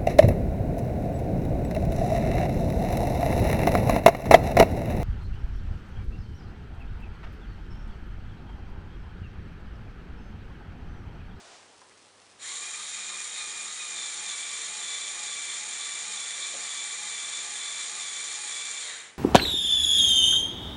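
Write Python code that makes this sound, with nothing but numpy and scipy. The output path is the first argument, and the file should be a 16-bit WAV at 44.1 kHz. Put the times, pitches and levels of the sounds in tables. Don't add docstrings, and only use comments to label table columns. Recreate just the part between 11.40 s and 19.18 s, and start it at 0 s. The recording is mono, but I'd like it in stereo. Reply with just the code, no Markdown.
import sys
import numpy as np
from scipy import signal
from scipy.fft import rfft, irfft
from scipy.io import wavfile
from scipy.ndimage import uniform_filter1d

SR = 44100
rng = np.random.default_rng(int(sys.argv[2]) if len(sys.argv) > 2 else 0)


def output_pcm(signal):
    pcm = np.clip(np.atleast_2d(signal).T, -1, 1) * 32767
    wavfile.write(sys.argv[1], SR, np.round(pcm).astype(np.int16))


N = 343098
T = np.arange(N) / SR
HZ = np.fft.rfftfreq(N, 1 / SR)


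def amp(db):
    return 10 ** (np.asarray(db) / 20)


def unit(x):
    return x / np.sqrt(np.mean(x ** 2) + 1e-20)


def curve(rows):
    return np.interp(T, *np.transpose(rows))


def read(points, hz):
    table_hz, value = np.transpose(points)
    return np.interp(np.log(hz + 1), np.log(table_hz), value)


def colour(x, gain_db):
    return irfft(rfft(x) * amp(gain_db), N)


def noise():
    return rng.standard_normal(N)


def drift(hz):
    return unit(signal.sosfilt(signal.butter(2, hz, fs=SR, output="sos"), noise()))


def below(hz, order):
    return 1 / (1 + (HZ / hz) ** order)


# (freq_hz, t60_s)
ROOM_DECAY = [(200, 0.5), (2000, 0.46), (10000, 0.2)]


def room(x, wet_db):
    hz, t, spectrum = signal.stft(rng.standard_normal(SR // 2), SR, nperseg=256)
    decay = np.exp(-np.log(1000) * t / read(ROOM_DECAY, hz)[:, None])
    tail = signal.istft(spectrum * decay, SR)[1]
    tail[:SR // 400] = 0
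    wet = signal.fftconvolve(x, tail / np.linalg.norm(tail))[:N]
    return (x + amp(wet_db) * wet) / np.hypot(1, amp(wet_db))


# (start_s, speed_gained_hz, speed_lost_hz, bite_db)
LOAD_EASINGS = [(1.486, 4.46, 0.21, 6), (1.932, 4.03, 0.0, 1), (2.364, 4.7, 0.17, 10),
                (2.825, 3.9, 1.83, 5), (3.35, 4.5, 1.17, 3), (3.8, 3.8, 0.95, 0.262), (4.26, 4.3, 0.7, 0),
                (4.708, 4.63, 1.52, 3.821), (5.185, 3.7, 1.55, 0), (5.636, 3.17, 0.64, 2),
                (6.096, 3.2, 1, 1), (6.554, 4.18, 2, 3), (7.024, 4.16, 2.5, 3)]


def swells(heights, after_s, width_s):
    heights = np.broadcast_to(heights, len(LOAD_EASINGS))
    t = T[::50]
    total = np.zeros(len(t))
    for (start_s, *_), height in zip(LOAD_EASINGS, heights):
        total += height * np.exp(-((t - start_s - after_s) / width_s) ** 2)
    return np.interp(T, t, total)


# (time_s, load_0_to_1)
BOOM_LOAD = [(1, 0.02), (1.5, 0.11), (2.5, 0.16), (2.65, .9), (3.6, 0.99)]
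ON_S, SPIN_UP_S = .97, .06
OFF_S, BRAKE_HZ_PER_S = 7.42, 260
FREE_HZ, DRAG_HZ = 121.68, 4.8
EASE_S, BITE_AFTER_S, BITE_S = .06, .135, .055


def shaft_speed():
    _, gained_hz, lost_hz, _ = np.transpose(LOAD_EASINGS)
    cruise_hz = FREE_HZ - DRAG_HZ * curve(BOOM_LOAD)
    cruise_hz = cruise_hz + swells(gained_hz, 0, EASE_S) - swells(lost_hz, BITE_AFTER_S, BITE_S)
    spin_up = 1 - np.exp(-np.maximum(T - ON_S, 0) / SPIN_UP_S)
    brake_hz = BRAKE_HZ_PER_S * np.maximum(T - OFF_S, 0)
    return np.maximum(cruise_hz * spin_up - brake_hz, 1)


def shaft(flutter=.002, flutter_hz=60):
    return np.cumsum(shaft_speed() * (1 + flutter * drift(flutter_hz))) / SR


def running():
    speed_hz = shaft_speed()
    return (speed_hz / speed_hz.max()) ** 2 * (T > ON_S)


def loaded(full_db, unloaded_db):
    return unloaded_db + (full_db - unloaded_db) * curve(BOOM_LOAD)


SLACK_S = 0.046


def slack(lead_s):
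    return np.tanh(2 * swells(1, -lead_s, SLACK_S))


def slipping(slip_hz_per_s=130):
    change_hz_per_s = uniform_filter1d(abs(np.gradient(shaft_speed())) * SR, SR // 20)
    return change_hz_per_s ** 2 / (change_hz_per_s ** 2 + slip_hz_per_s ** 2)


SLOW_RATIO = 36
TIGHT_AT_S, TIGHT_SHARPNESS = 4.13, 2


def tight_spot(turns):
    angle = 2 * np.pi * (turns - np.interp(TIGHT_AT_S, T, turns)) / SLOW_RATIO
    return np.exp(TIGHT_SHARPNESS * (np.cos(angle) - 1))


def sets_in(hz, steepness):
    return 1 / (1 + (hz / shaft_speed()) ** steepness)


# (time_s, growl_db)
BOOM_CATCHES = [(1.5, 4), (1.995, 8), (2.61, 2.5), (2.9, 1), (3.52, 2), (4.11, 1), (4.57, 2.5), (5.04, 4),
                (5.95, 2.5), (6.42, 3.5)]
CATCH_S = 0.048


def catches():
    return sum(db * np.exp(-((T - s) / CATCH_S) ** 2) for s, db in BOOM_CATCHES)


OVERRUN_S = 0.064


def overrun():
    return 1 - np.exp(-np.maximum(T - OFF_S, 0) / OVERRUN_S)


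# (full_load_db, no_load_db, slack_full_load_db, slack_no_load_db,
# slack_lead_s, tight_spot_db, bite_share, overrun_db, onset_shaft_hz, skirt_db, throb_depth_0_to_1)
TOOTH_HARMONICS = [(-60.5, -56, -0.5, -7, .01, 5.5, .1, 0, 96, 0, .4),
                   (-48, -47.5, -1.5, -18, 0.039, 0, 0.13, 4, 82, -7, 0.3),
                   (-43.5, -55, -14, 2, .003, 2, 1, -12, 102, -10, 0.1)]
TEETH, WHEEL_RATIO = 10, 8
SEAT_S, PRESS_AFTER_S, PRESS_S = 0.073, 0.068, .04


def whine(turns, rough=0.38, rough_hz=45, skirt_hz=140, slip_blur=0.44, slip_break=0.27,
          onset_steepness=14, wander_db=1.33, wander_hz=8):
    slip, tight = slipping(), tight_spot(turns)
    seated = 1 - np.exp(-np.maximum(T - ON_S, 0) / SEAT_S)
    bite_db = swells(np.transpose(LOAD_EASINGS)[3], PRESS_AFTER_S, PRESS_S) + catches()
    tones = np.zeros(N)
    for k, row in enumerate(TOOTH_HARMONICS, 1):
        (full_db, unloaded_db, slack_db, unloaded_slack_db, lead_s, tight_db,
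         bite_share, overrun_db, onset_hz, skirt_db, throb) = row
        level_db = loaded(full_db, unloaded_db)
        level_db = level_db + loaded(slack_db, unloaded_slack_db) * slack(lead_s)
        level_db = level_db + tight_db * tight + bite_share * bite_db + overrun_db * overrun()
        level_db = level_db + wander_db * drift(wander_hz)
        carrier = np.exp(2j * np.pi * k * TEETH * turns)
        wheel = np.cos(2 * np.pi * (turns / WHEEL_RATIO + rng.random()))
        line = (1 + throb * wheel + rough * drift(rough_hz)) / (1 + slip_break * k * slip)
        fuzz = (drift(skirt_hz) + 1j * drift(skirt_hz)) / np.sqrt(2)
        skirt = np.hypot(amp(skirt_db), slip_blur * k * slip) * fuzz
        tone = (carrier * (line + skirt)).real / np.hypot(1, amp(skirt_db))
        tones += amp(level_db) * sets_in(onset_hz, onset_steepness) * tone
    return np.sqrt(2) * room(tones * seated, wet_db=-14)


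# (full_load_db, no_load_db, slack_db, overrun_db, onset_shaft_hz, steepness)
BRIGHT_CLICKS = (-36.5, -38.5, -1, -2, 80, 3.5)
# (full_load_db, no_load_db, slack_db,
# overrun_db, onset_shaft_hz, steepness)
DULL_RATTLE = (-47.8, -50, -.5, 2, 59, 3)
SLACK_LEAD_S = 0.024


def rattle_gain(full_db, unloaded_db, slack_db, overrun_db, onset_hz, steepness, catch_share=0.13):
    onset = sets_in(onset_hz, steepness)
    level_db = loaded(full_db, unloaded_db) + slack_db * slack(SLACK_LEAD_S)
    level_db = level_db + overrun_db * overrun() + catch_share * catches()
    return amp(level_db) * onset / onset.max()


OFF_CENTRE_RATIOS = (1, 4 / 3, 2, 4, 6)


def wobble(turns):
    return unit(sum(np.cos(2 * np.pi * (turns / ratio + rng.random())) for ratio in OFF_CENTRE_RATIOS))


def impacts(turns, scatter_db=2.5, slop_teeth=.3, bounce_db=-2, bounces_per_s=1500):
    teeth = np.flatnonzero(np.diff(np.floor(TEETH * turns)))
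    late, force = rng.standard_normal((len(teeth), 2)).T
    at = teeth + slop_teeth * late * SR / (TEETH * shaft_speed()[teeth])
    clicks = np.zeros(N)
    clicks[np.clip(at, 0, N - 1).astype(int)] = amp(scatter_db * np.clip(force, -2, 1))
    bounces = rng.uniform(-1.21, 1, N) * (rng.random(N) < bounces_per_s / SR)
    return clicks + amp(bounce_db) * bounces


# (freq_hz, gain_db)
FRAME_SLOPE = [(30, -40), (120, -34), (250, -16.5), (500, -11), (1000, -6.5), (1800, -2.5), (2800, -6),
               (4000, -2), (5200, -1.5), (7800, -4.5), (9900, 2)]
# (freq_hz, width_hz, gain_db)
FRAME_RESONANCES = [(457, 18, 10.2), (1132, 57, 7.5), (1570, 15, 2.3), (1844, 28, 5.8), (2045, 38, 2.7),
                    (2264, 800, 6.6), (3195, 113, 6.2), (3716, 840, 10.4), (4230, 130, 3.6),
                    (4630, 130, 3.2), (5780, 470, 5.65), (6888, 920, 13.25), (7343, 625, 8.9),
                    (8345, 540, 8.6), (8770, 790, 4.7), (9320, 140, 4.7)]


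def frame_response():
    peaks_db = sum(db / (1 + (2 * (HZ - hz) / width_hz) ** 2) for hz, width_hz, db in FRAME_RESONANCES)
    return read(FRAME_SLOPE, HZ) + peaks_db


# (low_hz, high_hz)
BUZZ_EDGES_HZ = (3550, 4300)
BUZZ_TIGHT_DB, BUZZ_UNLOADED_DB, BUZZ_SLIP_DB = 3, 0, 4.5


def rattle(turns, count=4, clump_db=0.5, clump_hz=110, wobble_db=0.2, sway_db=1.13, sway_hz=70,
           split_hz=3000, buzz_db=-1.1, catch_share=0.39):
    blows = sum(room(impacts(turns + rng.random()), wet_db=5) for _ in range(count))
    blows = blows / np.sqrt(uniform_filter1d(blows ** 2, SR // 5) + 1e-9)
    chatter_db = clump_db * drift(clump_hz) + wobble_db * wobble(turns)
    ring = rfft(blows * amp(chatter_db)) * amp(frame_response())
    bright_rms = irfft(ring * (HZ > 4500) * (HZ < 10000), N).std()
    dull_rms = irfft(ring * (HZ > 1300) * (HZ < 2150), N).std()

    low_hz, high_hz = BUZZ_EDGES_HZ
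    dull_share = below(split_hz, order=8)
    buzz_share = (1 - dull_share) * (below(high_hz, order=40) - below(low_hz, order=40))
    fizz_share = 1 - below(7800, order=30)
    click_share = 1 - dull_share - buzz_share - fizz_share

    clicks = irfft(ring * click_share, N) * amp(sway_db * drift(sway_hz))
    fizz = irfft(ring * fizz_share, N) * amp(sway_db * drift(sway_hz))
    strain_db = loaded(0, BUZZ_UNLOADED_DB) + BUZZ_TIGHT_DB * tight_spot(turns) + BUZZ_SLIP_DB * slipping()
    buzz = irfft(ring * buzz_share, N) * amp(buzz_db + strain_db + catch_share * catches())
    bright = (clicks + fizz + buzz) / bright_rms * rattle_gain(*BRIGHT_CLICKS)
    dull = irfft(ring * dull_share, N) / dull_rms * rattle_gain(*DULL_RATTLE)
    return (bright + dull) * (T > ON_S)


# (shaft_multiple, full_load_db, no_load_db, resonance_hz, width_hz)
DRIVE_TONES = [(5 / 3, -67.5, -71.5, 201.3, 10.6), (3, -68.5, -69.5, 361, 32), (4, -71, -68, 461, 31),
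               (6, -63, -66, 720.5, 35), (7, -56.5, -65.5, 839.5, 20.5), (31, -55.5, -51.5, 3781, 127.5),
               (40.5, -59, -65, 4633.5, 100.5), (37, -46, -59, 3701, 401),
               (71.5, -57.5, -67, 8245.5, 249.5)]


def drone(turns, waver=0.26, waver_hz=14):
    speed_hz, tones = shaft_speed(), np.zeros(N)
    for multiple, full_db, unloaded_db, resonance_hz, width_hz in DRIVE_TONES:
        response = 1 / np.hypot(1, 2 * (multiple * speed_hz - resonance_hz) / width_hz)
        tone = np.cos(2 * np.pi * multiple * turns) * (1 + waver * drift(waver_hz))
        tones += amp(loaded(full_db, unloaded_db)) * response * tone
    return np.sqrt(2) * room(tones * running(), wet_db=-12)


def band_db(hz, width_hz):
    detune = (HZ - hz ** 2 / (HZ + 1)) / width_hz
    return -20 * np.log10(1 + detune ** 2)


# (time_s, level_db)
RUSTLE_LEVEL = [(0, -52), (.06, -52.5), (.14, -51.5), (.21, -55.5), (.26, -60), (.33, -60), (.4, -85)]
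# (freq_hz, relative_db)
RUSTLE_SPECTRUM = [(100, -23.5), (350, -11.5), (520, -8.5), (690, -0.5), (900, -7.5), (2000, -9.5),
                   (4000, -10.5), (7000, -11.5), (10000, -22)]


def rustle():
    return unit(colour(noise(), read(RUSTLE_SPECTRUM, HZ))) * amp(curve(RUSTLE_LEVEL))


# (time_s, level_db)
CONTROL_TICKING = [(.33, -85), (.38, -62), (.55, -62.5), (.75, -66), (.9, -63), (.98, -78)]
# (start_s, level_db before halving, centre_hz, width_hz, t60_s)
PLASTIC_KNOCKS = [(.117, -52, 3000, 5000, .02), (.229, -40, 1500, 3000, .02), (0.417, -43, 920, 700, .05),
                  (.51, -48, 1800, 1500, 0.067), (4.975, -47, 520.2, 400, .2),
                  (5.137, -36.5, 597, 230, 0.14), (5.15, -52, 290, 80, .14)]


def handling(ticks_per_s=110, tick_hz=4500, tick_width_hz=7000):
    ticks = rng.uniform(.4, 1, N) * (rng.random(N) < ticks_per_s / SR)
    out = unit(colour(ticks, band_db(tick_hz, tick_width_hz))) * amp(curve(CONTROL_TICKING))
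    for start_s, level_db, centre_hz, width_hz, t60_s in PLASTIC_KNOCKS:
        decay = np.exp(-np.log(1000) * np.maximum(T - start_s, 0) / t60_s) * (T >= start_s)
        out += .5 * amp(level_db) * decay * unit(colour(noise(), band_db(centre_hz, width_hz)))
    return room(out, wet_db=-5)


# (freq_hz, relative_db)
AIR_SPECTRUM = [(18, -60), (30, -24.5), (205, -12), (242, -9.5), (325, -8.5), (366, -5.5), (434, -5.5),
                (610, -7.5), (1040, -8), (1120, -7.5), (1460, -11), (9980, -17.5), (13000, -51),
                (22000, -120)]
# (freq_hz, rms_db)
MAINS_HUM = [(100, -77.5), (200, -82.5)]
AIR_RMS_DB = -57.5


def room_tone():
    hum = sum(amp(db) * np.sqrt(2) * np.sin(2 * np.pi * hz * T) for hz, db in MAINS_HUM)
    return hum + amp(AIR_RMS_DB) * unit(colour(noise(), read(AIR_SPECTRUM, HZ)))


def scene():
    turns = shaft()
    mono = whine(turns) + rattle(turns) + drone(turns) + rustle() + handling() + room_tone()
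    return np.array([mono, mono])


EDGE_HZ = 10080


def record(dry):
    low_pass = signal.firwin(1023, EDGE_HZ, window=("kaiser", 9), fs=SR)
    return signal.oaconvolve(dry, low_pass[None], "same")


dry = scene()
out = record(dry)
output_pcm(out)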